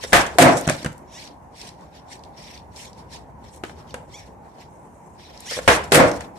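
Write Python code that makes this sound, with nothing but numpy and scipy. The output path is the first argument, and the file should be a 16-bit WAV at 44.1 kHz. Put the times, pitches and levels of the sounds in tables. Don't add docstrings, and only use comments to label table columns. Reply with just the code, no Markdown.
import sys
import numpy as np
from scipy import signal
from scipy.fft import rfft, irfft, next_fast_len
from scipy.io import wavfile
from scipy.ndimage import uniform_filter1d, minimum_filter1d, map_coordinates

SR = 44100
rng = np.random.default_rng(int(sys.argv[2]) if len(sys.argv) > 2 else 0)


def unload_wav(signal):
    wavfile.write(
        sys.argv[1],
        SR,
        np.round(np.clip(np.atleast_2d(signal).T, -1, 1) * 32767).astype(np.int16),
    )


def gain_from_db(level_db):
    decades = np.asarray(level_db, float) / 20
    return 10 ** decades


N = 281358

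# (frequency [Hz], time to fade by 60 dB [s])
ROOM_FADE = [(60, 0.37), (250, 0.37), (600, 0.41), (2000, 0.33), (10000, 0.28)]
# (frequency [Hz], likeness [0 to 1])
LEFT_RIGHT_LIKENESS = [(60, 0.82), (290, 0.83), (640, 0.42), (1300, .0), (3100, 0.064), (15000, 0.15)]

# (frequency [Hz], level [dB])
DUCT_COLOUR = [(88, -29), (150, -1), (427, -4), (736, -2), (811, 1), (965, 0), (1240, -15.5), (1870, -19),
               (3610, -38), (5020, -38), (5530, -34), (8310, -35.5), (13200, -40.5), (14300, -49),
               (15400, -68.5)]
# (frequency [Hz], level [dB])
RUMBLE_COLOUR = [(12, -56.5), (20, -28.5), (46, -5), (65, 3), (162, -4), (232, -7), (250, -5.5), (320, -23),
                 (550, -120)]
# (time [s], level [dB])
ROCKING_LEVEL = [
    (0, -46.5),
    (1, -53),
    (2, -54),
    (3, -49),
    (4, -49),
    (4.8, -55),
    (5.6, -49),
    (6.1, -39.5),
    (6.38, -56),
]

# (full strength from [s], hold [s], scuff level [dB], fine hiss level [dB])
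FOOT_DRAGS = [(.04, 0.0022, -30, -37), (.08, 0.06, -45.5, -42), (.19, 0.024, -29, -28.5),
              (.266, 0.0056, -39, -40), (.3, 0.12, -53, -53), (.48, 0.053, -33.5, -38.5),
              (.575, 0.011, -33, -28.5), (.62, 0.039, -39.5, -55), (.71, 0.04, -36, -59),
              (.78, 0.052, -41.5, -54), (.88, 0.0026, -56, -67), (.93, 0.057, -70, -69),
              (5.475, 0.088, -31.5, -40), (5.54, 0.048, -35.5, -38), (5.62, 0.09, -45, -46),
              (5.72, 0.045, -32, -29), (5.848, 0.0023, -41, -48), (5.88, 0.048, -57, -57),
              (6.05, 0.044, -40, -41.5), (6.14, 0.033, -45.5, -47), (6.208, 0.045, -47.5, -57),
              (6.37, 0.017, -55, -59)]
# (full strength from [s], hold [s], scuff level [dB], fine hiss level [dB])
FOOT_SHUFFLES = [(1.13, .12, -41, -51), (1.58, 0.11, -45.5, -51.5), (1.8, 0.053, -60, -69),
                 (1.95, 0.029, -51, -66), (2.12, 0.013, -42.5, -48), (2.24, .01, -71, -64.5),
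                 (2.38, 0.19, -46, -58), (2.77, 0.081, -43, -46.5), (2.99, 0.0025, -51, -58),
                 (3.14, 0.005, -38.5, -46.5), (3.45, 0.037, -54, -61.5), (3.54, 0.022, -57.5, -53),
                 (3.665, 0.044, -54, -54.5), (3.79, 0.0046, -52, -61), (3.9, 0.0075, -49.5, -61),
                 (4.05, 0.048, -77, -66), (4.135, 0.071, -45.5, -55), (4.26, .01, -59, -61),
                 (4.45, 0.17, -66.5, -71), (4.61, 0.0075, -49.5, -60), (4.7, .47, -82.5, -64.5),
                 (5.2, .11, -50, -67), (5.34, 0.099, -50.5, -63)]
# (frequency [Hz], width [Hz], level [dB])
SOLE_RESONANCES = [(1835, 370, -1.5), (2330, 410, 1), (3600, 1800, -1), (4710, 1100, 1.1), (5540, 500, 0.4)]
# (frequency [Hz], level [dB])
GRIT_COLOUR = [(4000, -26), (6500, 0), (8300, 1.5), (10000, -4.5), (12000, -13), (14000, -21.5),
               (15800, -50)]

# (time [s], click level [dB], knock level [dB], thud level [dB], thud pitch [Hz])
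LIGHT_KNOCKS = [(0.0374, -23, -27.5, -29, 519), (0.0466, -42, -30.5, -29, 490),
                (0.123, -26, -22.5, -29, 306), (.357, -46, -56, -30, 443), (0.67, -23, -33, -27, 200),
                (0.6759, -11, -19.5, -14, 178), (0.688, -28, -15, -21, 153), (0.6967, -5, -16, -18, 263),
                (0.7033, -37, -24.5, -14.5, 633), (0.8291, -28, -43.5, -35, 276),
                (.846, -19, -22, -26.5, 318), (0.8603, -21, -22, -17.5, 178),
                (3.6365, -36, -24, -25.5, 373), (3.65, -36, -36, -34.5, 327), (3.695, -47, -38.5, -48, 147),
                (3.9417, -21, -27.5, -29, 532), (5.5108, -18, -31, -37, 486),
                (5.5192, -26, -26.5, -30, 480), (5.5686, -42, -29, -28.5, 540), (5.577, -39, -35, -25, 543),
                (5.5885, -40, -25.5, -22, 550), (5.912, -32, -42, -53, 298),
                (6.2074, -24.5, -29.5, -45, 142)]
# (frequency [Hz], level [dB])
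CLICK_COLOUR = [(3500, -23.5), (6000, -0.5), (8000, 0.5), (10000, -6), (12000, -22.5), (14500, -28.5),
                (15800, -55.5)]

# (time [s], blow level [dB], rattle level [dB], loudest deck region [Hz])
TAIL_SNAPS = [
    (.13, -1, -16.5, 677),
    (5.677, -2.5, -25, 550),
]
# (time [s], blow level [dB], rattle level [dB], loudest deck region [Hz])
WHEEL_LANDINGS = [
    (0.3844, 0.5, -9.5, 680),
    (5.9195, 1, -5.5, 513),
]
# (frequency [Hz], level [dB])
SNAP_COLOUR = [(18, -36.5), (30, -8.5), (71, -5.5), (133, -10.5), (545, -5.5), (919, -4), (1400, -6),
               (1590, -2.5), (3310, -13.5), (3970, -18), (9650, -25), (13200, -37), (15400, -50.5)]
# (frequency [Hz], level [dB])
SLAM_COLOUR = [(18, -54.5), (30, -32.5), (156, -2.5), (207, -12.5), (269, -1), (315, -5), (398, -7),
               (431, -11.5), (545, -3), (828, -8.5), (2070, -12), (3220, -25), (8250, -31), (12900, -54.5),
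               (15400, -84.5)]
# (frequency [Hz], level [dB])
RATTLE_COLOUR = [(300, -31.5), (1500, -1), (3000, -5), (6000, -12.5), (8500, -7.5), (11000, -15),
                 (14500, -21.5), (15800, -64.5)]
# (pitch [Hz], level [dB], time to fade by 60 dB [s])
DECK_MODES = [(154.2, 1.5, 0.38), (194.2, 1, 0.44), (272.4, -3, 0.23), (325.3, -5.5, 0.49), (386, -1, 0.2),
              (486, -2.5, 0.39), (526.4, 3, 0.16), (556, -8, 0.25), (563, -1.5, 0.28), (644, -0.5, 0.32),
              (700, 1, 0.38), (928, -10, 0.3)]

# (time [s], peak level [dB], pitch [Hz])
TRUCK_TICKS = [(0.2658, -23.5, 6800), (0.5701, -20.5, 6030), (0.611, -22.5, 8300), (0.766, -32, 7800),
               (0.92, -43, 7750), (0.9283, -38, 7600), (0.9797, -39, 8050), (1.2755, -36, 4310),
               (1.5675, -50, 5640), (1.5853, -43, 5540), (1.6151, -25.5, 4840), (1.6903, -31, 5000),
               (1.8098, -49, 5730), (2.1644, -47, 6100), (2.193, -45, 4840), (2.237, -35, 4200),
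               (2.2494, -43, 4180), (2.5764, -36, 4340), (2.7614, -33, 5040), (2.7736, -45, 4840),
               (2.931, -39, 4980), (3.15, -40, 4930), (3.5614, -43, 9330), (3.9076, -38, 4200),
               (5.3756, -35, 5360), (5.4046, -30, 8400), (5.8407, -29, 7500), (6.115, -22.5, 6000),
               (6.1639, -37, 8700)]

# (time [s], slips per second [Hz], level [dB])
SQUEAK_GLIDES = [
    [(1.07, 590, -67), (1.092, 540, -66), (1.12, 690, -60), (1.14, 820, -53), (1.155, 900, -47),
     (1.17, 962, -48), (1.192, 975, -50)],
    [(3.885, 1754, -52), (3.895, 1580, -50), (3.907, 1361, -54), (3.92, 1062, -53)],
    [(4.13, 970, -54), (4.146, 1115, -45), (4.16, 1185, -48), (4.172, 1250, -53), (4.188, 1118, -49),
     (4.205, 1109, -48)],
    [(5.45, 620, -52), (5.468, 780, -44), (5.482, 940, -40), (5.5, 1070, -35), (5.512, 1050, -37)],
]
# (frequency [Hz], width [Hz], level [dB])
RUBBER_RESONANCES = [(2200, 600, 0), (2900, 500, 0), (3550, 500, 1), (4600, 500, -8), (5650, 450, 5),
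                     (7600, 900, -11)]


def unit(x):
    return x / np.sqrt(np.mean(x ** 2) + 1e-20)


def along(points, hz):
    f, v = np.transpose(points)
    return np.interp(np.log(hz + 1), np.log(f + 1), v)


def curves(rows):
    s, *cols = np.transpose(rows)
    return [np.interp(np.arange(N) / SR, s, c) for c in cols]


def wobble(rate):
    knots = rng.standard_normal(int(N * rate / SR) + 4)
    return map_coordinates(knots, [np.arange(N) * rate / SR])


def filtered(x, response):
    size = next_fast_len(x.shape[-1] + 8192)
    spectrum = rfft(x, size) * response(np.fft.rfftfreq(size, 1 / SR))
    return irfft(spectrum, size)[..., :x.shape[-1]]


def resonant(modes):
    def response(f):
        total = 0
        for k, (centre, width, db) in enumerate(modes):
            damping = 1j * f * width
            total = total + (-1) ** k * gain_from_db(db) * damping / (centre ** 2 - f ** 2 + damping)
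        return total
    return response


def around(hz, skirt_db):
    return [(hz / 3.5, 3 * skirt_db), (hz / 1.7, skirt_db), (hz, 0),
            (hz * 1.5, skirt_db), (hz * 3, 3 * skirt_db), (hz * 8, 6 * skirt_db)]


def diffuse(spectrum, size):
    def shape(hz):
        turn = np.arccos(np.clip(along(LEFT_RIGHT_LIKENESS, hz), -1, 1)) / 2
        return gain_from_db(along(spectrum, hz)) * np.array([np.cos(turn), np.sin(turn)])
    mid, side = filtered(rng.standard_normal((2, size)), shape)
    return unit(np.array([mid + side, mid - side]))


def patchy(x, depth_db, bins, frames):
    z = signal.stft(x, nperseg=256)[2]
    field = uniform_filter1d(rng.standard_normal(z.shape[-2:]), bins, axis=0)
    field = uniform_filter1d(field, frames, axis=1)
    uneven = signal.istft(z * gain_from_db(depth_db * unit(field)), nperseg=256)[1]
    return unit(uneven[..., :x.shape[-1]])


def dying(noise, factor):
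    hz, t, z = signal.stft(noise, SR, nperseg=512)
    fade_s = factor * along(ROOM_FADE, hz)[:, None]
    return signal.istft(z * gain_from_db(-60 * t / fade_s), SR, nperseg=512)[1][:, :noise.shape[1]]


def add(track, s, sound):
    part = track[..., round(s * SR):][..., :sound.shape[-1]]
    part += sound[..., :part.shape[-1]]


def air():
    t = np.arange(N) / SR
    boom = 0
    for s, db, *_ in TAIL_SNAPS + WHEEL_LANDINGS:
        boom = boom + (t > s) * gain_from_db(db - 34 - 60 * np.abs(t - s) / 1.7)
    roar = np.hypot(gain_from_db(-46), boom)
    gusts = gain_from_db(.7 * wobble(8) + 1.5 * wobble(30))
    duct = roar * gusts * patchy(diffuse(DUCT_COLOUR, N), depth_db=1.5, bins=2, frames=30)
    rumble_db, = curves(ROCKING_LEVEL)
    return duct + gain_from_db(rumble_db + 1.5 + 0.94 * wobble(17)) * diffuse(RUMBLE_COLOUR, N)


def strokes(table, rise, fall):
    s, hold_s, *levels_db = np.transpose(table)[:, :, None]
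    t = np.arange(0, N + SR, 40) / SR
    shape_db = -rise * np.maximum(s - t, 0) - fall * np.maximum(t - s - hold_s, 0)
    powers = [gain_from_db(2 * (shape_db + db)).sum(axis=0) for db in levels_db]
    return np.array([np.interp(np.arange(N) / SR, t, power) for power in powers])


def gliding(rows, fade_s):
    t = np.arange(N) / SR
    return np.clip(np.minimum(t - rows[0][0], rows[-1][0] - t) / fade_s, 0, 1)


def scuffs():
    shuffling = strokes(FOOT_SHUFFLES, rise=450, fall=316)
    dragging = strokes(FOOT_DRAGS, rise=540, fall=840)
    scuff, hiss = np.sqrt(shuffling + dragging)
    gripping = sum(gliding(rows, 0.024) for rows in SQUEAK_GLIDES)
    scuff = scuff * gain_from_db(-10 * gripping)
    hiss = hiss * gain_from_db(-4 * gripping)
    roughness_db = 1.5 * rng.standard_exponential((1, N)) + 1.5 * wobble(90)
    grains = rng.standard_normal((2, N)) * gain_from_db(roughness_db)
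    grains = patchy(grains, depth_db=3.0, bins=3, frames=6)
    body = unit(filtered(grains, resonant(SOLE_RESONANCES)))
    fine = unit(filtered(grains, lambda hz: gain_from_db(along(GRIT_COLOUR, hz))))
    return gain_from_db(-0.14) * scuff * body + gain_from_db(-1.4) * hiss * fine


def deck(t, loudest_hz):
    ring = 0
    for hz, db, fade_s in DECK_MODES:
        waver = np.cumsum(uniform_filter1d(rng.standard_normal(len(t)), size=900)) * 0.023
        favour_db = -10 * abs(np.log2(hz / loudest_hz))
        favour_db = favour_db + 4 * unit(uniform_filter1d(rng.standard_normal(len(t)), size=1300))
        level = gain_from_db(db + favour_db - 60 * t / min(fade_s, .38))
        ring = ring + level * np.sin(2 * np.pi * (hz * t + rng.random()) + waver)
    return ring


def knocks():
    out, t = np.zeros((2, N)), np.arange(SR // 10) / SR
    onset = (1 + 0.72 * gain_from_db(-60 * t / 0.0056)) * (1 - np.exp(-t / 0.00055))
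    for s, click_db, knock_db, thud_db, thud_hz in LIGHT_KNOCKS:
        click = gain_from_db(click_db - 6.5 - 60 * t / 0.015) * diffuse(CLICK_COLOUR, len(t))
        knock = gain_from_db(knock_db - 60 * t / 0.043) * diffuse(around(1550, skirt_db=-5.5), len(t))
        sagging = np.sin(2 * np.pi * thud_hz * t * (1 - 4 * t))
        thud = gain_from_db(thud_db + 7.5 - 60 * t / 0.025) * sagging
        ring = gain_from_db(knock_db - 9 - 60 * t / 0.053) * deck(t, loudest_hz=710)
        add(out, s, (click + knock + thud + ring) * onset)
    return out


def room(x):
    tail = dying(diffuse([(20, 0.011), (16000, 0.0004)], SR // 2), 0.87)
    delayed = np.pad(x, ((0, 0), (300, 0)))
    return signal.fftconvolve(delayed, tail / np.linalg.norm(tail[0]), axes=1)[:, :N]


def blows(table, colour, drive_db, ring_db):
    out, t = np.zeros((2, N)), np.arange(SR * 3 // 4) / SR
    for s, db, rattle_db, loudest_hz in table:
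        jolts = np.repeat(rng.standard_normal(len(t)), 60)[:len(t)]
        shaking = gain_from_db(-60 * np.maximum(t - 0.042, 0) / 0.1 + 2.2 * jolts)
        crack = 2.1 * gain_from_db(-60 * t / 0.042)
        burst = dying(patchy(diffuse(colour, len(t)), depth_db=0.5, bins=2, frames=6), .98)
        ring = gain_from_db(ring_db) * deck(t, loudest_hz)
        loose = patchy(diffuse(RATTLE_COLOUR, len(t)), depth_db=-1.0, bins=5, frames=2)
        sound = burst + ring + gain_from_db(rattle_db) * (shaking + crack) * loose
        add(out, s, gain_from_db(db + drive_db) * sound * (1 - np.exp(-t / .0004)))
    return out


def ticks():
    out, t = np.zeros((2, N)), np.arange(SR // 20) / SR
    for s, db, hz in TRUCK_TICKS:
        add(out, s, gain_from_db(db - 3.5 - 60 * t / 0.018) * diffuse(around(hz, skirt_db=-11.0), len(t)))
    return out


def squeaks():
    out = np.zeros(N)
    unsteady = 1 + .011 * wobble(200)
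    overtones = {k: gain_from_db(2.5 * wobble(50)) for k in range(2, 14)}
    for rows in SQUEAK_GLIDES:
        rate_hz, db = curves(rows)
        gain = gain_from_db(db) * gliding(rows, 0.012)
        on = gain > 0
        phase = 2 * np.pi * np.cumsum((rate_hz * unsteady)[on]) / SR
        out[on] += gain[on] * sum(size[on] * np.cos(k * phase) for k, size in overtones.items())
    out = filtered(out, resonant(RUBBER_RESONANCES))
    return np.array([out, gain_from_db(1) * np.roll(out, 1)])


def scene():
    small = knocks() + ticks()
    snaps = blows(TAIL_SNAPS, SNAP_COLOUR, drive_db=-3.0, ring_db=-15.0)
    landings = blows(WHEEL_LANDINGS, SLAM_COLOUR, drive_db=7, ring_db=-6.0)
    rubber = squeaks()
    echo = room(gain_from_db(-8.5) * small + gain_from_db(-11) * rubber)
    return air() + scuffs() + small + snaps + landings + rubber + echo


def low_pass(x):
    return signal.sosfilt(signal.butter(12, 15600, fs=SR, output="sos"), x)


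def record(dry):
    peak = np.abs(dry).max(axis=0)
    need = np.minimum(1, 1.5 / (peak + 1e-9))
    need = minimum_filter1d(need, size=600, origin=230)
    held = dry * uniform_filter1d(need, size=100)
    clipped = held / (1 + np.abs(held / .96) ** 4) ** (1 / 4)

    def microphone(hz):
        treble_db = -30 * np.clip((hz - 14100) / 1200, 0, 2)
        bass_db = -9 * np.clip((45 - hz) / 20, 0, 2)
        return gain_from_db(treble_db + bass_db)
    return low_pass(filtered(clipped, microphone))


dry = scene()
out = record(dry)
unload_wav(out)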